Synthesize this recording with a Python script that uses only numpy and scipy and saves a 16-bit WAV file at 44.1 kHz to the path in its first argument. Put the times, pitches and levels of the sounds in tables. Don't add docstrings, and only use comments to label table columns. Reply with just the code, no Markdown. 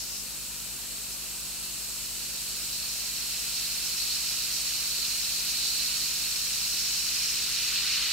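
import sys
import numpy as np
from scipy import signal
from scipy.fft import rfft, irfft, next_fast_len
from scipy.io import wavfile

SR = 44100
rng = np.random.default_rng(int(sys.argv[2]) if len(sys.argv) > 2 else 0)


def persist_wave(psi):
    counts = np.round(np.clip(psi, -1, 1) * 32767).astype(np.int16)
    wavfile.write(sys.argv[1], SR, np.atleast_2d(counts).T)


N = 358091


def from_db(db):
    return 10 ** (np.asarray(db) / 20)


def balance(pan_db):
    return from_db([pan_db / 2, -pan_db / 2])


def rms_one(x):
    return x / np.sqrt(np.mean(x ** 2) + 1e-20)


def stereo(mid, side, side_db, pan_db):
    side = side * from_db(side_db)
    left_gain, right_gain = balance(pan_db)
    return np.array([(mid + side) * left_gain, (mid - side) * right_gain])


def in_frequency(rows, hz):
    points, *columns = np.transpose(rows)
    return [np.interp(np.log(hz + 1), np.log(points), c) for c in columns]


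def coloured(pair, spectrum, side_db=0):
    size = next_fast_len(N)
    hz = np.arange(size // 2 + 1) * SR / size
    level_db, pan_db, *width_db = in_frequency(spectrum, hz)
    mid, side = rfft(pair, size) * from_db(level_db)
    out = irfft(stereo(mid, side, side_db + sum(width_db), pan_db), size)[:, :N]
    return out / np.std(out.mean(axis=0))


def drift(rate_hz):
    step = 40
    warm_up = 2000
    r = np.exp(-2 * np.pi * rate_hz * step / SR)
    noise = rng.standard_normal(N // step + 2 + warm_up)
    slow = signal.lfilter([1], [1, -2 * r, r * r], noise)[warm_up:]
    return np.interp(np.arange(N) / step, np.arange(len(slow)), rms_one(slow))


def resonate(x, hz, width_hz):
    r = np.exp(-np.pi * width_hz / SR)
    stage = [1 - r, 0, r - 1, 1, -2 * r * np.cos(2 * np.pi * hz / SR), r * r]
    return signal.sosfilt([stage, stage], x)


def bursts(per_s, spread_db):
    born = rng.random(N) < per_s / SR
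    size = from_db(spread_db * np.minimum(rng.exponential(1, N), 6))
    place = rng.uniform(0, 2 * np.pi, N)
    return born * size * np.array([np.cos(place), np.sin(place)]) + 1e-18


def bubbles(level_db, modes, per_s, spread_db, clump_db, clump_hz):
    out = 0
    for hz, width_hz, mode_db, side_db, pan_db in modes:
        mid, side = rms_one(resonate(bursts(per_s, spread_db), hz, width_hz))
        out = out + from_db(mode_db) * stereo(mid, side, side_db, pan_db)
    return out * from_db(level_db + clump_db * drift(clump_hz))


def large_bubbles(level_db):
    # resonance in Hz, width in Hz, level in dB, side against mid in dB, left over right in dB.
    modes = [(3974, 550, -5, -3.5, -0.11), (4295, 380, -4, 0.5, -.4), (4528, 320, -5.5, -2.5, 0.7)]
    return bubbles(level_db, modes, per_s=3200, spread_db=1.2, clump_db=0.73, clump_hz=16)


def medium_bubbles(level_db):
    # resonance in Hz, width in Hz, level in dB, side against mid in dB, left over right in dB.
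    modes = [(4970, 310, -7.5, 0, 0.5), (5353, 360, -5.5, -1, 0), (5590, 520, -5.5, -1, -1.5),
             (6010, 480, -11, 0, 1), (6610, 880, -6, -.5, 4.5)]
    return bubbles(level_db, modes, per_s=3200, spread_db=2.0, clump_db=0.84, clump_hz=12)


def small_bubbles(level_db):
    # resonance in Hz, width in Hz, level in dB, side against mid in dB, left over right in dB.
    modes = [(6600, 1160, -8, -4, 1.6), (7390, 300, -8.5, -8, 1.4), (7950, 810, -4.5, -2, 2.3),
             (8640, 600, -10.5, -4, 2.3)]
    return bubbles(level_db, modes, per_s=5000, spread_db=2.5, clump_db=0.9, clump_hz=22)


def coarse_bubbles(level_db):
    # resonance in Hz, width in Hz, level in dB, side against mid in dB, left over right in dB.
    modes = [(1375, 670, -14, -15, -5), (1980, 1000, -10.5, -21, -3.5), (2415, 320, -9.5, -13, -6),
             (2640, 345, -6, -10.5, -2), (2970, 630, -4, -18, -2.5), (3616, 600, -7, -14, -2)]
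    return bubbles(level_db, modes, per_s=4000, spread_db=2.0, clump_db=0.5, clump_hz=11)


def finest_bubbles(level_db):
    # frequency in Hz, relative level in dB per Hz, left over right in dB.
    tick = [(900, -18, -4.5), (2200, -13, 0.5), (2700, -9.5, 1), (3330, -8, -2), (4360, -2.5, -2.5),
            (5740, -4.5, -1), (7390, 2, 0), (9200, 0.5, 5), (9900, -0.2, -1), (10300, 1, 1),
            (11200, -1.6, 5), (12600, 0.4, 0.2), (14300, -2.5, .7), (15900, -5.5, 4)]
    return from_db(level_db) * coloured(bursts(per_s=26000, spread_db=2.0), tick)


def foam_levels():
    sizes = {"coarse": (-41.5, 0.76, 6.6), "large": (-37, 0.99, 3.9), "medium": (-38, 1, 1.5),
             "small": (-40.5, .36, -0.8), "finest": (-36.5, 0.37, -2.5)}
    t = np.arange(N) / SR
    growth_db, half_grown_s, growth_s = 12.5, 2.6, 0.82
    flow_db = -growth_db / (1 + np.exp((t - half_grown_s) / growth_s))
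    lift_off_s, rise_s, rise_power = 6.63, 1.3, 1.74
    height = np.clip((t - lift_off_s) / rise_s, 0, 1) ** rise_power
    return {size: full_db + follows * flow_db + afloat_db * height
            for size, (full_db, follows, afloat_db) in sizes.items()}


def surges():
    # time of the top in seconds, length in seconds, large bubbles in dB, medium bubbles in dB.
    clouds = [(0.0, 0.18, 5, 10), (0.16, 0.31, 1.5, 8), (1.125, .09, 1.5, 5), (1.642, .09, 4.5, .5),
              (2.038, 0.089, -1, 3), (2.75, .09, 3, 4), (3.583, .12, 3, 2.5), (3.871, .1, 0, 3),
              (4.013, .08, 7, 3), (4.107, 0.22, 4.5, -1), (5.037, 0.11, 2.5, 0), (5.7, 0.86, 2.5, 1),
              (6.85, 1.1, 0.5, 2.5), (7.29, 0.11, -2, 3.5), (7.95, 0.074, 1.5, 3.5)]
    t, out = np.arange(N) / SR, 0
    for top_s, length_s, *swell_db in clouds:
        swell = np.cos(np.pi * np.clip((t - top_s) / length_s, -.5, .5)) ** 2
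        out = out + np.outer(swell_db, swell)
    return out


def plume_pans():
    # time in seconds, large bubbles left over right in dB, medium bubbles left over right in dB.
    plume = [(0.2, -1.0, 1.0), (0.28, 2.5, 0.0), (0.33, 1, -2.0), (1.17, -2.5, -1), (1.39, -2, -3),
             (1.75, -3, -2.5), (4.37, -3.5, -3.5), (5.55, -4.5, 1.5), (5.92, -6.5, -2), (6.31, -1.5, -4),
             (7.95, 0, -2.0)]
    s, *pans_db = np.transpose(plume)
    return [np.interp(np.arange(N) / SR, s, pan_db) for pan_db in pans_db]


def fizz():
    level_db = foam_levels()
    large_surge_db, medium_surge_db = surges()
    large_pan, medium_pan = plume_pans()
    coarse = coarse_bubbles(level_db["coarse"])
    large = large_bubbles(level_db["large"] + large_surge_db) * balance(large_pan)
    medium = medium_bubbles(level_db["medium"] + medium_surge_db) * balance(medium_pan)
    small = small_bubbles(level_db["small"])
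    finest = finest_bubbles(level_db["finest"])
    return coarse + large + medium + small + finest


def reflections(x):
    # left delay in seconds, right delay in seconds, level in dB.
    echoes = [(.00878, .00874, -19.5), (0.0109, .00597, -15.5), (.0202, .0104, -31)]
    dull = signal.sosfilt(signal.butter(2, 5500, fs=SR, output="sos"), x)
    t, out = np.arange(N) / SR, 0
    for *delays, level_db in echoes:
        late = [np.interp(t - delay, t, side, left=0) for delay, side in zip(delays, dull)]
        out = out + from_db(level_db) * np.array(late)
    return out


def room_air():
    # frequency in Hz, relative level in dB per Hz, left over right in dB, side against mid in dB.
    spectrum = [(15, -11, 10, 0), (36, -7, 9, 2), (76, -4.5, 0, 0), (124, 1.5, 0, 0), (164, -3, 9, -3.5),
                (274, -3, -4, -1), (340, 1, 0.5, -8), (457, -2.5, -2.5, -6), (835, -4.5, -3.5, -4),
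                (980, -3, -4.5, -7), (1600, -5, -6, -21), (4000, -27.5, 2, -2)]
    return from_db(-54.5) * coloured(rng.standard_normal((2, N)), spectrum)


def hum(base_hz, overtones):
    turns, out = base_hz * np.arange(N) / SR, 0
    for multiple, level_db, pan_db in overtones:
        tone = np.sqrt(2) * from_db(level_db) * np.sin(2 * np.pi * (multiple * turns + rng.random()))
        out = out + tone * balance(pan_db)[:, None]
    return out


def mains_hum():
    # multiple of the base, rms level in dB before panning, left over right in dB.
    overtones = [(1, -61.5, 18), (2, -76, 2), (3, -63, 1), (4, -62, -3), (5, -67, -4), (6, -74, 2),
                 (7, -76, -9), (11, -80, -5), (13, -79, -3), (14, -79, 2)]
    return hum(50.02, overtones)


def motor_hum():
    # multiple of the base, rms level in dB before panning, left over right in dB.
    overtones = [(1, -63, 5), (2, -66, 1), (3, -71, 0), (4, -72, -1)]
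    return hum(60.02, overtones)


def scene():
    foam = fizz()
    return foam + reflections(foam) + room_air() + mains_hum() + motor_hum()


def record(dry):
    cutoff_hz, ripple_db, stop_db = 15750, .1, 80
    return signal.sosfilt(signal.ellip(14, ripple_db, stop_db, cutoff_hz, fs=SR, output="sos"), dry)


dry = scene()
out = record(dry)
persist_wave(out)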